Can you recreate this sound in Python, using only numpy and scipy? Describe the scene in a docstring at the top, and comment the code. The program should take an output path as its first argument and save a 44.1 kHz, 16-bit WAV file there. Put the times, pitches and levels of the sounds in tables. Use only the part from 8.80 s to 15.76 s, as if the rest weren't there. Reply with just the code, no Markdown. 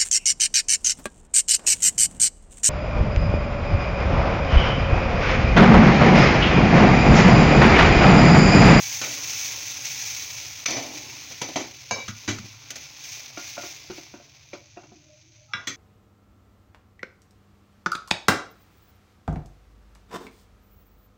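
"""Lentil stew poured into hot oil

In a small kitchen, stew is tipped into hot oil in a steel pan over a rumbling gas flame.
Water drops burst in the oil, and the sizzle slowly dies down while the thick stew bubbles.
The empty pot scrapes the rim, then clanks and thumps onto the worktop among other pots.
A ladle stirs, waking the sizzle on the hot wall and knocking dully on the pan.
A few faint hums come and go, and the ladle is laid aside with a clink."""
import sys
import numpy as np
from scipy import signal
from scipy.fft import rfft, irfft
from scipy.io import wavfile

SR = 44100
rng = np.random.default_rng(int(sys.argv[2]) if len(sys.argv) > 2 else 0)


def wav_out(sig):
    """Save sig, one row per channel (or a flat mono array), as 16-bit PCM at SR to the path in sys.argv[1]."""
    wavfile.write(sys.argv[1], SR, np.round(np.clip(np.atleast_2d(sig).T, -1, 1) * 32767).astype(np.int16))


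N = 306936
TIME = np.arange(N) / SR

# Levels are relative. A mode is a tone an object rings at; ring_s is the time to fade by 60 dB.
# the steady sizzle sinking as the stew cools the oil: time_s, level_db
COOLING = [(0.0, -30), (0.95, -33.5), (1.45, -34.5), (2.5, -39), (3.05, -43), (3.45, -42), (3.85, -45.5),
           (5.0, -44.5), (5.42, -52), (5.8, -52.5), (6.1, -57), (6.65, -58)]
# the sizzle flaring as stew washes over hot steel: peak_s, level_db, half_length_s
SIZZLE_FLARES = [(0.157, -36.5, 0.017), (0.387, -42, 0.019), (0.604, -33.5, 0.1), (0.87, -38.5, 0.06),
                 (1.097, -36.5, 0.053), (1.304, -34.5, 0.17), (4.028, -43, 0.09), (4.328, -36, 0.1),
                 (4.676, -38, 0.092), (4.883, -38, 0.091), (5.17, -43, 0.083)]
# the stew's bubbling, which settles when the stirring ends: time_s, level_db
SIMMER_LEVELS = [(0.05, -53.5), (0.45, -49), (0.85, -52), (2.2, -55.5), (3.0, -60), (4.7, -56.5),
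                 (5.55, -62.5), (6.05, -72.5)]
# how strong each sound is from low to high: pitch_hz, level_db
SIZZLE_TONE = [(250, -31), (800, -6), (1200, -10.5), (1800, -3.5), (2080, 2.5), (2400, 6), (3000, -0.5),
               (3450, 1), (4000, 0.73), (6000, 1.5), (7500, -3), (9000, -13.5), (16000, -43)]
SPRAY_TONE = [(4000, -22.5), (5700, 7.5), (7500, 7.5), (9000, 5.5), (16000, 6)]
STEW_TONE = [(150, -13), (300, 6), (480, 2.5), (780, 10), (1050, 6.5), (1500, 6), (2500, -22.5)]
FLAME_TONE = [(20, -38), (40, -10.5), (70, 3), (112, 10.5), (145, 6.5), (180, -10), (280, -10), (450, -42),
              (1500, -26)]
STEEL_TONE = [(70, -12), (120, 19), (180, -6.5), (280, 9.5), (430, 7), (620, 7.5), (900, 4), (1200, 4.5),
              (1700, -2.5), (2300, 11), (3000, 2), (4600, -4.5), (9000, -5.5), (16000, -3)]
CRACK_TONE = [(500, -65), (1500, 15), (4000, 7), (7000, 12), (9000, 14.5), (16000, 5)]  # the first snap of a bump
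POT_AIR_TONE = [(90, -44), (220, 7), (360, 3.5), (540, 15), (720, 7.5), (1050, 10), (1350, -7), (4000, -41)]
# hand-held pots bumping together: start_s, crack_db, body_db, clang_db, ring_s
BUMPS = [(0.214, -13, -34, -22, 0.18), (0.238, -32, -38, -30, 0.58), (1.858, -14, -36, -16.5, 0.051),
         (1.882, -32, -33.5, -27.5, 0.32), (1.904, -13.5, -33, -32, 1), (1.966, -40, -31.5, -27.5, 0.28),
         (1.993, -32, -38.5, -37, 0.3), (2.508, -40, -46, -38, 0.17), (2.615, -10.5, -29, -25, 0.2),
         (2.686, -25.5, -36.5, -33.5, 0.21), (2.758, -39, -24.5, -21, 0.23), (2.799, -43, -36, -29.5, 0.31),
         (3.655, -29, -50, -48, .05), (3.904, -11.5, -47.5, -36.5, 0.27), (3.956, -15, -46.5, -38, 0.24)]
# pots landing on the worktop: start_s, crack_db, body_db, clang_db, ring_s, thump_db
POT_LANDINGS = [(3.28, -23, -39.5, -27.5, 0.14, -31.5), (3.477, -35, -27, -24, 0.24, -29),
                (3.486, -37, -29, -21.5, 0.26, -35), (3.586, -42, -39, -28.5, 0.048, -35),
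                (3.632, -45, -46, -46, 0.13, -41.5), (6.871, -18, -36, -24.5, 0.24, -43)]
# the pot's edge skidding over the pan's rim: start_s, level_db, ring_s
RIM_SKIDS = [(1.86, -14.5, 0.049), (1.872, -25, 0.49), (1.905, -27, 0.43), (1.95, -35, 0.22),
             (2.617, -31.5, 0.38), (6.879, -34, .22)]
# the rim's modes: pitch_hz, width_hz, level_db
RIM_MODES = [(2330, 140, 6.5), (3630, 23, 5), (3480, 37, -3), (4260, 48, 3), (4700, 95, 3), (5400, 69, 3.5),
             (6010, 44, 8.5), (5860, 110, -15), (6560, 82, -21)]
# the empty pot and the ladle being put down: start_s, level_db, thump_db
POT_SET_DOWN = [(3.11, -14, -37)]
LADLE_SET_DOWN = [(6.735, -16.5, -42)]
# each object's modes: pitch_hz, level_db, ring_s
EMPTY_POT_MODES = [(528, -3, .48), (646, -5, .5), (1030, -1, .24), (1588, -4, .38), (2310, 4, .47),
                   (2880, -5, .4), (3830, -6, .3), (3880, -3, .38), (4440, -11, .4), (4650, -9, .4),
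                   (5355, -4, .5), (6062, -9, .4), (6365, -4, .14), (6680, -3, .24), (7590, -7, .23)]
WORKTOP_MODES = [(79, -13, 0.34), (106, 0.5, 0.41), (137, -5, 0.22), (199.4, 1.5, 0.14), (230.8, -6, 0.3)]
LADLE_MODES = [(1200, -2.5, 0.1), (1432, -1, 0.15), (1620, -2.5, 0.16), (1975, -6.5, 0.29),
               (2260, -0.5, 0.038), (2770, -6.5, 0.029), (3345, -3.5, 0.03), (3450, -2.5, 0.031),
               (3890, -13, 0.2), (5356, -9.5, 0.042)]
FULL_PAN_MODES = [(238, 3, 0.048), (304.3, 3.5, .16), (362, 3, 0.086), (456, -9, 0.029), (582, 0.5, 0.088),
                  (705, 0, .08), (980, -14, 0.08), (1405, -9.5, 0.081), (1887, -11.5, 0.064),
                  (2290, -5.5, 0.034), (2500, -13.5, 0.1), (2730, -17, 0.11)]
HANDLE_MODES = [(277, -3.5, 0.17), (1432, -8, .3), (1896, 9, 0.056), (2190, 1, 0.1), (3370, 7.5, 0.056),
                (4110, -2, 0.091), (5900, -16, .14), (6191, -11, .25), (7630, 5.5, .1), (11680, 0, .13),
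                (14700, -10, .06), (15400, -6, .06)]
# the ladle ringing as it is picked up, and its handle dropping: start_s, level_db
LADLE_PICKUPS = [(3.283, -35.5), (3.481, -31.5)]
HANDLE_DROP = [(6.874, -33.5)]
# the ladle hitting the full pan: start_s, knock_db, bass_db, scratch_db, slosh_lead_s
STIR_KNOCKS = [(4.573, -26, -29.5, -33, 0.0037), (4.778, -25, -33, -39, 0.012),
               (4.835, -29, -33.5, -50, .008), (5.1, -29, -26.5, -36, .001), (5.179, -35.5, -39, -49, .004),
               (5.338, -32.5, -36, -58, 0.0046), (5.399, -43, -50, -52, 0.01),
               (5.732, -27.5, -29, -34, 0.0033), (5.971, -32, -33.5, -58, 0.0087),
               (6.037, -38, -46, -57, 0.0093), (6.12, -45, -41.5, -56, .012)]
# faint hums after the stirring: peak_s, level_db, half_length_s, pitch_hz
LOW_HUMS = [(6.17, -57.5, 0.1, 314), (6.316, -58.5, 0.054, 600), (6.487, -62, 0.055, 327),
            (6.625, -60.5, 0.057, 613)]
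# the microphone's opening, which has two peaks with a dip between: pitch_hz, gain_db
MICROPHONE_TONE = [(1000, -2), (5100, 1.5), (5700, 3.5), (6150, 9), (6650, 4.5), (7100, -6), (8200, -15.5),
                   (9500, -17), (11000, -19.5), (13800, -18.5), (14700, -8), (16000, -7)]


def from_db(db):
    """Turn decibels into a number to multiply a sound by."""
    return 10 ** (np.asarray(db) / 20)


def unit_power(x):
    """Scale a sound so that its average power is 1."""
    return x / np.sqrt(np.mean(x ** 2) + 1e-20)


def noise():
    """A fresh, even hiss."""
    return rng.standard_normal(N)


def curve(points):
    """Join (time, value) points with straight lines."""
    return np.interp(TIME, *np.transpose(points))


def drift(rate_hz):
    """A smooth random wobble, about 1 in size."""
    step, warm_up = 40, 2000  # in samples
    decay = np.exp(-2 * np.pi * step * rate_hz / SR)
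    jitter = rng.standard_normal(N // step + warm_up + 2)
    slow = signal.lfilter([1], [1, -2 * decay, decay * decay], jitter)[warm_up:]
    return np.interp(np.arange(N) / step, np.arange(len(slow)), unit_power(slow))


def shaped(x, tone, size=4096):
    """Make a sound's lows and highs follow a tone table."""
    hz, db = np.transpose(tone)
    grid_hz = np.maximum(np.arange(size // 2 + 1) * SR / size, 1)
    gains = from_db(np.interp(np.log(grid_hz), np.log(hz), db))
    cepstrum = irfft(np.log(gains))
    # fold the filter so that it never rings before the sound arrives
    cepstrum[1:size // 2] *= 2
    cepstrum[size // 2 + 1:] = 0
    return signal.fftconvolve(x, irfft(np.exp(rfft(cepstrum))))[:len(x)]


def band(x, low_hz, high_hz):
    """Keep the part of a sound between two pitches."""
    return signal.sosfilt(signal.butter(2, [low_hz, high_hz], "band", fs=SR, output="sos"), x)


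def ring(force, hz, ring_s):
    """One mode: every push starts a pure tone that fades away."""
    decay, angle = from_db(-60 / (ring_s * SR)), 2 * np.pi * hz / SR
    feedback = [1, -2 * decay * np.cos(angle), decay * decay]
    return signal.lfilter([0, np.sin(angle)], feedback, force + 1e-18)


def clicks(per_s, spread_db):
    """Random clicks of uneven size."""
    sizes = from_db(spread_db * np.minimum(rng.exponential(1, N), 5)) * rng.choice([-1, 1], N)
    return sizes * (rng.random(N) < per_s / SR)


def bursts(starts_s, levels_db, ring_s, rise_s):
    """The loudness of hits that rise quickly and die away."""
    power = np.zeros(N)
    for start_s, db, fade_s in np.broadcast(starts_s, levels_db, ring_s):
        start = round(start_s * SR)
        age = TIME[:N - start][:SR]
        rise = 1 - np.exp(-age / rise_s)
        power[start:start + SR] += (rise * from_db(db - 60 * age / fade_s)) ** 2
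    return np.sqrt(power)


def swell(peak_s, db, half_length_s):
    """A smooth, bell-shaped rise and fall in loudness."""
    return from_db(db) * np.exp(-.5 * ((TIME - peak_s) / half_length_s) ** 2)


def struck(hits, modes, longest_s, vary_db=0):
    """Hits ring an object; food or a hand cuts long rings short. vary_db mimics hitting new spots."""
    start_s, db = np.transpose(hits)[:2]
    strengths = from_db(db[:, None] + vary_db * rng.standard_normal((len(start_s), len(modes))))
    out = np.zeros(N)
    for k, (hz, mode_db, ring_s) in enumerate(modes):
        force = np.zeros(N)
        force[np.round(start_s * SR).astype(int)] = strengths[:, k]
        out += (-1) ** k * from_db(mode_db) * ring(force, hz, min(ring_s, longest_s))
    return out


def kitchen(x, echo_db, echo_s=0.29):
    """A sound plus its many quick echoes off the close walls."""
    age = TIME[:SR // 2]
    tail = rng.standard_normal(len(age)) * from_db(-60 * age / echo_s) * (age > .003)
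    return x + from_db(echo_db) * signal.fftconvolve(x, tail / np.linalg.norm(tail))[:N]


def sizzle():
    """Water drops burst in the oil, in clumps; the hotter it is, the more bursts each second."""
    flare_power = sum(swell(*flare) ** 2 for flare in SIZZLE_FLARES)
    sizzle_db = 10 * np.log10(from_db(curve(COOLING)) ** 2 + flare_power)
    # the finest spray rises faster than the sizzle, and dies out once the oil is nearly quiet
    spray_db = -26.5 + 1.467 * (sizzle_db + 30)
    spray_db -= 7 * np.maximum(-52.5 - sizzle_db, 0)
    per_s = 7000 * from_db(0.46 * (sizzle_db + 27))
    pops = clicks(per_s, spread_db=-1.5) / np.sqrt(per_s)
    clumps = unit_power(kitchen(pops * from_db(1.38 * drift(rate_hz=42)), echo_db=-9.5))
    crackle = from_db(sizzle_db - 4) * unit_power(shaped(clumps, SIZZLE_TONE))
    spray = from_db(spray_db) * unit_power(shaped(clumps, SPRAY_TONE))
    return crackle + spray


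def simmer():
    """Bubbles in the thick stew ring very briefly, at many different pitches."""
    bubbles = sum(ring(clicks(per_s=45, spread_db=3.5), hz, ring_s=9 / hz) * np.sqrt(hz)
                  for hz in np.geomspace(200, 2000, 20))
    bubbling = shaped(kitchen(bubbles, echo_db=-0.5), STEW_TONE)
    return from_db(curve(SIMMER_LEVELS)) * unit_power(bubbling)


def flame(fade_db_per_s=1.18):
    """The gas burner's soft rumble flutters and slowly fades."""
    level_db = -50 - fade_db_per_s * TIME + 0.47 * drift(rate_hz=28)
    return from_db(level_db) * unit_power(shaped(noise(), FLAME_TONE))


def clatter():
    """Steel pots bump: a crack, then a rattle whose low notes start later and last longer."""
    hits = BUMPS + [row[:-1] for row in POT_LANDINGS]
    start_s, crack_db, body_db, clang_db, ring_s = np.transpose(hits)
    muffle_db = 6 * (np.arange(len(hits)) >= len(BUMPS))  # the worktop deadens the middle pitches
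    rattle = unit_power(clicks(per_s=9000, spread_db=1))
    # thin steel walls have many modes close together
    pitches_hz = np.linspace(1300, 7600, 24) + rng.normal(0, 57.3, 24)
    walls = unit_power(sum(ring(noise(), hz, ring_s=0.055) for hz in pitches_hz))
    metal = shaped(rattle + from_db(-2.5) * walls, STEEL_TONE)

    def layer(low_hz, high_hz, db, stretch, rise_s):
        return unit_power(band(metal, low_hz, high_hz)) * bursts(start_s, db, stretch * ring_s, rise_s)

    crack = unit_power(shaped(rattle, CRACK_TONE)) * bursts(start_s, crack_db - 11, 0.052, rise_s=0.0015)
    low = layer(174, 340, body_db - 1.5, stretch=1.34, rise_s=0.0014)
    middle = layer(483, 980, body_db + 1.5 - muffle_db, stretch=1.04, rise_s=0.00073)
    clang = layer(1174, 2256, clang_db - 3.5, stretch=1, rise_s=0.00033)
    shimmer = layer(2630, 10900, clang_db - 4, stretch=0.92, rise_s=0.00053)
    return crack + low + middle + clang + shimmer


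def level_dip():
    """The cooking sounds dip briefly just before the pot touches the rim."""
    return np.interp(TIME, [1.842, 1.848, 1.856, 1.858], [1, .2, .2, 1])


def rim_skid():
    """Steel rubbing on steel keeps the rim's bright tones singing."""
    start_s, level_db, ring_s = np.transpose(RIM_SKIDS)
    rubbing = clicks(per_s=5000, spread_db=1.5)
    rim = sum((-1) ** k * from_db(db) * width_hz * ring(rubbing, hz, np.log(1000) / np.pi / width_hz)
              for k, (hz, width_hz, db) in enumerate(RIM_MODES))
    return unit_power(rim) * bursts(start_s, level_db - 4.5, ring_s, rise_s=0.0011)


def clank(hit, modes, ring_db, crack_db, chatter_db, chatter_s, chatter_hz, longest_s):
    """Steel meets the worktop: it cracks, rings, then chatters to rest in many soft touches."""
    (start_s, level_db, _), = hit
    settling = np.interp((TIME - start_s) / chatter_s, [0, .04, .8, 1.2], [0, 1, .55, 0])
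    touches = band(clicks(per_s=1500, spread_db=1), 190, chatter_hz)
    chatter = from_db(level_db + chatter_db) * settling * touches
    # touching the worktop makes every ring much shorter
    buzz = sum(from_db(db) * ring(chatter, hz, ring_s / 10) for hz, db, ring_s in modes)
    crack = unit_power(band(noise(), 900, 7300))
    crack *= bursts([start_s], level_db + crack_db, 0.019, rise_s=0.00037)
    ringing = from_db(ring_db) * (struck(hit, modes, longest_s) + buzz)
    return kitchen(ringing + crack, echo_db=-3)


def pot_down():
    """The empty pot clanks down; the air inside knocks, then booms while the pot rocks to rest."""
    (start_s, level_db, _), = POT_SET_DOWN
    steel = clank(POT_SET_DOWN, EMPTY_POT_MODES, ring_db=-17.5, crack_db=-4,
                  chatter_db=-18, chatter_s=0.13, chatter_hz=4960, longest_s=0.12)
    knock = struck(POT_SET_DOWN, modes=[(706, -5, 0.042), (1004, -4.5, 0.053)], longest_s=.1)
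    rocking = np.interp(TIME - start_s, [0, .003, .02, .085, .11, .17], [0, 1, .6, .4, .12, 0])
    boom = from_db(level_db - 15.5) * rocking * unit_power(shaped(noise(), POT_AIR_TONE))
    return steel + knock + boom


def worktop_thumps(delay_s=0.00435):
    """Whatever is put down thumps the worktop a moment after it touches."""
    thumps = [(row[0] + delay_s, row[-1]) for row in POT_SET_DOWN + POT_LANDINGS + LADLE_SET_DOWN]
    return struck(thumps, WORKTOP_MODES, longest_s=.5)


def ladle_clinks():
    """The ladle rings as it is picked up; at the end, its handle drops just after its bowl."""
    handle = struck(HANDLE_DROP, HANDLE_MODES, longest_s=0.24)
    pickups = struck(LADLE_PICKUPS, LADLE_MODES, longest_s=0.14)
    return kitchen(pickups + handle, echo_db=-6)


def ladle_knocks():
    """The ladle sloshes the stew aside, then hits the pan with a dull knock and a short scratch."""
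    start_s, knock_db, bass_db, scratch_db, lead_s = np.transpose(STIR_KNOCKS)
    # softer knocks are duller; the bass depends on where the ladle lands
    treble_db = knock_db + 0.73 * (knock_db + 30)
    knock = np.zeros(N)
    for db, low_hz, high_hz in [(bass_db, 0, 400), (knock_db, 400, 1000), (treble_db, 1000, SR)]:
        modes = [mode for mode in FULL_PAN_MODES if low_hz < mode[0] <= high_hz]
        knock += struck(np.c_[start_s, db], modes, longest_s=0.13, vary_db=4.7)
    slosh = unit_power(shaped(noise(), STEW_TONE))
    slosh *= bursts(start_s - lead_s, knock_db - 11, 0.17, rise_s=0.0051)
    scratch = unit_power(band(noise(), 2040, 5500))
    scratch *= bursts(start_s, scratch_db - 8.5, 0.14, rise_s=0.0013)
    return kitchen(from_db(-8.5) * knock, echo_db=-5) + slosh + scratch


def hum(hz, width_hz):
    """A thin slice of hiss, heard as a wavering tone."""
    return unit_power(band(noise(), hz - width_hz / 2, hz + width_hz / 2))


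def faint_hums():
    """Quiet low tones swell and fade."""
    return sum(swell(peak_s, db, half_s) * hum(hz, width_hz=39) for peak_s, db, half_s, hz in LOW_HUMS)


def ladle_down():
    """The ladle slides briefly, then drops onto the worktop and rings."""
    rubbing = hum(850, width_hz=77) + from_db(1) * hum(1290, width_hz=90)
    slide = swell(peak_s=6.72, db=-56.5, half_length_s=0.02) * rubbing
    return slide + clank(LADLE_SET_DOWN, LADLE_MODES, ring_db=-6, crack_db=-19,
                         chatter_db=-27.5, chatter_s=0.1, chatter_hz=2870, longest_s=0.1)


def scene():
    """Everything at the stove, heard from just above the pan."""
    cooking = (sizzle() + simmer() + flame()) * level_dip()
    pots = clatter() + rim_skid() + pot_down()
    mix = cooking + pots + worktop_thumps() + ladle_clinks() + ladle_knocks()
    return (mix + faint_hums() + ladle_down())[None]


def record(dry):
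    """The microphone's opening colours the sound, and the very highest pitches are cut."""
    cutoff_hz = 15900
    low_pass = signal.ellip(12, .1, 80, cutoff_hz, fs=SR, output="sos")
    return signal.sosfilt(low_pass, shaped(dry[0], MICROPHONE_TONE))[None]


dry = scene()
out = record(dry)
wav_out(out)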